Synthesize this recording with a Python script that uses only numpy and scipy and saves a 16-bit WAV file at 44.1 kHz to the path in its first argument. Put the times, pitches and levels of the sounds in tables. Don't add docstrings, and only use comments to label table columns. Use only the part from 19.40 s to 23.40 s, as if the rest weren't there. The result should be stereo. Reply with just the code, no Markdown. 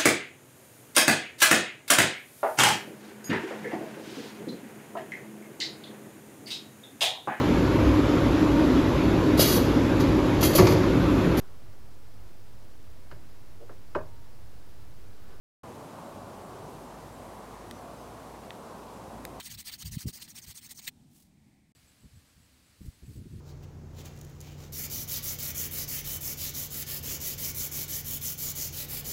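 import sys
import numpy as np
from scipy import signal
from scipy.fft import rfft, irfft, next_fast_len
from scipy.io import wavfile
from scipy.ndimage import uniform_filter1d, map_coordinates

SR = 44100
rng = np.random.default_rng(int(sys.argv[2]) if len(sys.argv) > 2 else 0)


def log_audio(samples):
    frames = np.atleast_2d(samples).T
    limited = np.clip(frames, -1, 1)
    pcm = np.round(limited * 32767).astype(np.int16)
    wavfile.write(sys.argv[1], SR, pcm)


N = 176400

# t/s, hiss/dB, grind/dB, pressure gained over the stroke/dB
STROKES = [(-.04, -35, -42, -3), (0.015, -39.5, -46.5, 17), (0.091, -40.5, -48, -16.5),
           (0.173, -39, -48.5, -12.5), (0.237, -41.5, -48, 11), (0.312, -41.5, -48.5, -15),
           (0.375, -41, -48, 16), (0.44, -40.5, -48, -1.5), (0.504, -41, -49.5, 9.5),
           (0.577, -40, -46.5, -11), (0.659, -39, -48.5, -1), (0.72, -40, -51, 10), (.795, -45.5, -49, -11),
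           (0.876, -46, -53.5, -10), (0.943, -44, -49, -3), (1.011, -44, -53, 6), (1.062, -43, -45, -0.5),
           (1.135, -41.5, -49.5, 10), (1.205, -45, -50.5, 7.5), (1.285, -42, -51.5, 8),
           (1.338, -45, -56, 12), (1.412, -45.5, -49.5, -7)]
# f/Hz, level/dB
GRIND = [(150, -8), (550, -20.5), (900, -12.5), (1450, -12.5), (1950, -3.5), (4300, -4), (6000, -11),
         (8400, -6), (9800, -17.5), (15700, -4)]
# f/Hz, left minus right/dB
AIR_PAN = [(1200, 0), (12000, 4)]
LIFT_S, BREAK_S, RESUME_S = 1.503, 2.322, 2.35
CONTACT_OCTAVES = 0.31


def scraping():
    skew, flatten, creep = 0.87, 1.36, 0.037
    stroke, progress = stroke_motion()
    _, hiss_db, grind_db, lean_db = np.array(STROKES)[stroke].T
    swing = np.abs(np.sin(np.pi * progress ** skew))
    speed = (np.tanh(flatten * swing) / np.tanh(flatten) + creep) * (clock() < LIFT_S)
    pressure = amp(lean_db * (progress - .5) + 1.67 * wobble(90.08))
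    hiss_colour = [(1400, -20), (2000, -14), (3000, -42), (4300, -7.5), (5200, -2.5), (6600, 1.5),
                   (7350, -7), (8450, -1), (9900, -7), (12400, -9), (13500, -4), (14400, -12),
                   (15700, -0.5)]
    hiss = grit(hiss_colour, contact_hz(), boost_db=2.0, ring=0.43, judder_db=1.0)
    grind = grit(GRIND, contact_hz(), boost_db=3.5, ring=amp(-6.5), judder_db=0.9)
    hiss_gain = amp(hiss_db) * speed ** 3.3
    grind_gain = amp(grind_db + 1.5 * progress) * speed ** 0.71
    return pressure * (hiss_gain * hiss + grind_gain * grind)


def stroke_motion():
    starts = [row[0] for row in STROKES]
    travel = np.interp(clock(), np.append(starts, LIFT_S), np.arange(len(starts) + 1))
    stroke = np.minimum(travel.astype(int), len(starts) - 1)
    return stroke, travel - stroke


def contact_hz():
    start_hz, end_hz, glide_octaves = 3840, 6740, 0.44
    stroke, progress = stroke_motion()
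    centre = np.interp(clock(), [0, LIFT_S], [start_hz, end_hz])
    return centre * 2 ** (glide_octaves * (-1) ** (stroke + 1) * (progress - .5))


def grit(colour, centre_hz, boost_db, ring, judder_db, octaves=CONTACT_OCTAVES):
    stone_modes = [(2370, -7), (3100, 0.5), (3520, -4.5), (3865, -3), (4200, 0), (4635, 0.5), (5400, 0),
                   (6600, 1), (8420, 2)]
    likeness = [(1200, 0.36), (2500, 0.057), (4400, 0.22), (5200, 0.74), (7000, 0.078)]
    pan = [(1100, -1.5), (2000, -5.5), (2600, 4), (4500, 9), (5300, 2), (6100, 3.5), (6700, 1.5),
           (8500, 7.5), (15000, 6.5)]
    grains_per_s, q = 16000, 88

    def body(hz):
        return sum(amp(db) * 1j * hz * f / (q * (f * f - hz * hz) + 1j * hz * f) for f, db in stone_modes)

    hits = (rng.random((2, N)) < grains_per_s / SR) * rng.standard_normal((2, N))
    hits = hits * amp(judder_db * wobble(420))
    grains = contact_colour(hits, centre_hz, boost_db, octaves)
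    rubbed = filtered(grains, lambda hz: amp(along(colour, hz)) * (1 + ring * body(hz)))
    return placed(rubbed, likeness, pan, left_lag_s=.00005)


def contact_colour(pair, centre_hz, boost_db, octaves):
    patch_db = 3.5
    hz, t, spectra = signal.stft(pair, SR, nperseg=256)
    patches = uniform_filter1d(rng.standard_normal(spectra.shape[1:]), size=3, axis=0)
    patches = unit(uniform_filter1d(patches, size=7, axis=1))
    detune = np.log2((hz[:, None] + 1) / np.interp(t, clock(), centre_hz))
    peak = np.exp(-.5 * (detune / octaves) ** 2)
    return signal.istft(spectra * amp(boost_db * peak + patch_db * patches), nperseg=256)[1][:, :N]


def catches():
    bumps = [(.005, 0.014, -40), (0.148, 0.0062, -40), (0.201, 0.013, -43.5), (0.284, 0.012, -36),
             (0.339, 0.0074, -37.5), (0.685, 0.0039, -42), (0.826, 0.0046, -39), (0.984, 0.0085, -41.5),
             (1.18, 0.0046, -50), (1.315, 0.0067, -45), (1.395, 0.0058, -38)]
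    slip_s, slip_hz, slip_db = 1.481, 2630, -28
    snags = sum(amp(db) * swell(s, width) for s, width, db in bumps)
    rasp = grit(GRIND, contact_hz(), boost_db=3.5, ring=2.1, judder_db=2.2)
    slip = grit(GRIND, np.full(N, slip_hz), boost_db=3, ring=1.24, judder_db=0.7, octaves=0.34)
    return snags * rasp + amp(slip_db) * swell(slip_s, 0.0065) * slip


def handling():
    brushes = [(1.785, 0.049, -60.5, -59), (3.46, 0.038, -58.5, -61), (3.73, 0.054, -59.5, -62.5)]
    skin = [(500, -21), (4500, -3.5), (8500, -1.5), (15700, -3)]
    return swells(brushes) * unit(noise(skin) * amp(2.2 * wobble(220)))


def wind_puffs():
    # t/s, half length/s, left/dB, right/dB, offset of the rough top/dB
    puffs = [(0.147, 0.044, -46.5, -65, -21), (0.469, 0.019, -32.5, -49, -17),
             (0.543, 0.028, -34, -48.5, -16), (0.673, 0.017, -31.5, -51, 2.5), (1.09, 0.014, -43, -57, -7),
             (2.651, 0.014, -42.5, -40.5, -7.5), (2.757, 0.027, -50, -48.5, -17),
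             (2.99, 0.02, -56, -55, -6), (3.415, 0.0072, -40, -35, -3.5), (3.464, 0.026, -41, -38.5, -9),
             (3.639, 0.011, -52, -38, -0.5), (3.7, 0.023, -41.5, -43, 2), (3.795, 0.03, -37, -35.5, -1.5),
             (3.862, 0.013, -41, -40, 3.5), (3.956, 0.037, -36.5, -39, -4)]
    buffet = [(20, -25), (70, 0), (120, -2.5), (250, -12), (400, -22.5), (600, -39), (4000, -100)]
    rough_from_hz, puff_edge, breeze_db, eddies_per_s = 191, 2.45, -68.5, 31
    eddies = noise(buffet)
    strength = np.sqrt(np.abs(uniform_filter1d(eddies ** 2, size=900, axis=1)) + 0.015)
    eddies = eddies / uniform_filter1d(strength, size=300, axis=1)
    rumble = filtered(eddies, lambda hz: 1 / (1 + (hz / rough_from_hz) ** 6))
    breeze = amp(breeze_db + 4.5 * np.array([wobble(eddies_per_s), wobble(eddies_per_s)]))
    push = swells([row[:-1] for row in puffs], puff_edge)
    rough = swells([(s, width, left + db, right + db) for s, width, left, right, db in puffs], puff_edge)
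    return (push + breeze) * rumble + rough * (eddies - rumble)


def wind_pops():
    pops = [(0.573, 0.0017, -17.5, -49), (0.658, 0.001284, -19, -45), (0.673, 0.0023, -21.5, -42),
            (3.487, 0.0031, -29, -28.5)]
    pulse = lambda u: (1 - u * u) * np.exp(-.5 * u * u)
    return sum(amp([[left], [right]]) * pulse((clock() - s) / width) for s, width, left, right in pops)


def cricket():
    pitch_hz, level_db, chirps_per_s, on_beat_s = 7760, -73.5, 7.75, 2.5
    t = clock()
    beat = np.pi * chirps_per_s * (t - on_beat_s + .01 * wobble(10))
    chirps = np.abs(np.cos(beat)) ** 2.4 * (t > RESUME_S)
    wings = placed(band(pitch_hz, width_hz=80), [(pitch_hz, .85)], AIR_PAN)
    return amp(level_db + 2 * wobble(18)) * chirps * wings


def garden():
    quiet_air = [(25, -17), (70, -6.5), (230, -1.5), (480, -25.5), (800, -21), (1200, -32), (3900, -29.5),
                 (6900, -33), (8300, -29.5), (10500, -36.5), (15700, -39.5)]
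    hissy_air = [(20, -14), (64, 7), (283, 3), (361, -5.5), (1200, -4.5), (2100, -6.5), (4300, -6),
                 (6900, -10), (8400, -8.5), (15700, -17)]
    quiet_pan = [(800, 1.5), (2000, -3), (4300, 3.5), (6500, 6.5), (9000, 4.5)]
    likeness = [(300, 0.9), (1800, 0.23)]
    rustles = [(2.15, 0.2, -81, -74)]
    t = clock()
    quiet = amp(-62 + 2.3 * wobble(8.1)) * placed(noise(quiet_air), likeness, quiet_pan)
    hissy_gain = amp(-61 + 0.55 * wobble(4.98))
    hissy = hissy_gain * placed(noise(hissy_air), likeness, AIR_PAN, left_lag_s=-0.000435)
    rustle = swells(rustles) * band(centre_hz=2140, width_hz=360)
    return (quiet + rustle) * (t < BREAK_S) + hissy * (t > RESUME_S)


def amp(db):
    return 10 ** (np.asarray(db) / 20)


def unit(x):
    return x / np.sqrt(np.mean(x ** 2) + 1e-20)


def along(points, hz):
    f, values = np.transpose(points)
    return np.interp(np.log(hz + 1), np.log(f + 1), values)


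def clock():
    return np.arange(N) / SR


def wobble(rate):
    return map_coordinates(rng.standard_normal(int(N * rate / SR) + 4), [clock() * rate])


def swell(s, width, edge=2):
    return np.exp(-.5 * np.abs((clock() - s) / width) ** edge)


def swells(rows, edge=2):
    gains = (amp([[left], [right]]) * swell(s, width, edge) for s, width, left, right in rows)
    return np.sqrt(sum(gain ** 2 for gain in gains))


def filtered(x, response):
    size = next_fast_len(N + SR // 4)
    return irfft(rfft(x, size) * response(np.fft.rfftfreq(size, 1 / SR)), size)[..., :N]


def noise(colour):
    return unit(filtered(rng.standard_normal((2, N)), lambda hz: amp(along(colour, hz))))


def band(centre_hz, width_hz):
    bell = lambda hz: np.exp(-.5 * ((hz - centre_hz) / width_hz) ** 2)
    return unit(filtered(rng.standard_normal((2, N)), bell))


def placed(pair, likeness, pan, left_lag_s=0):
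    angle = lambda hz: np.arccos(np.clip(along(likeness, hz), -1, 1)) / 2
    mid, side = filtered(pair, lambda hz: np.array([np.cos(angle(hz)), np.sin(angle(hz))]))
    half = np.array([[.5], [-.5]])
    steer = lambda hz: amp(half * along(pan, hz)) * np.exp(-2j * np.pi * hz * left_lag_s * half)
    return unit(filtered(np.array([mid + side, mid - side]), steer))


def scene():
    return scraping() + catches() + handling() + wind_puffs() + wind_pops() + garden() + cricket()


def record(dry):
    top_hz = 15900
    t = clock()
    gate = np.where((t > BREAK_S) & (t < RESUME_S), amp(-24), 1)
    return filtered(dry * gate, lambda hz: np.clip((top_hz - hz) / 200, 0, 1) ** 2)


dry = scene()
out = record(dry)
log_audio(out)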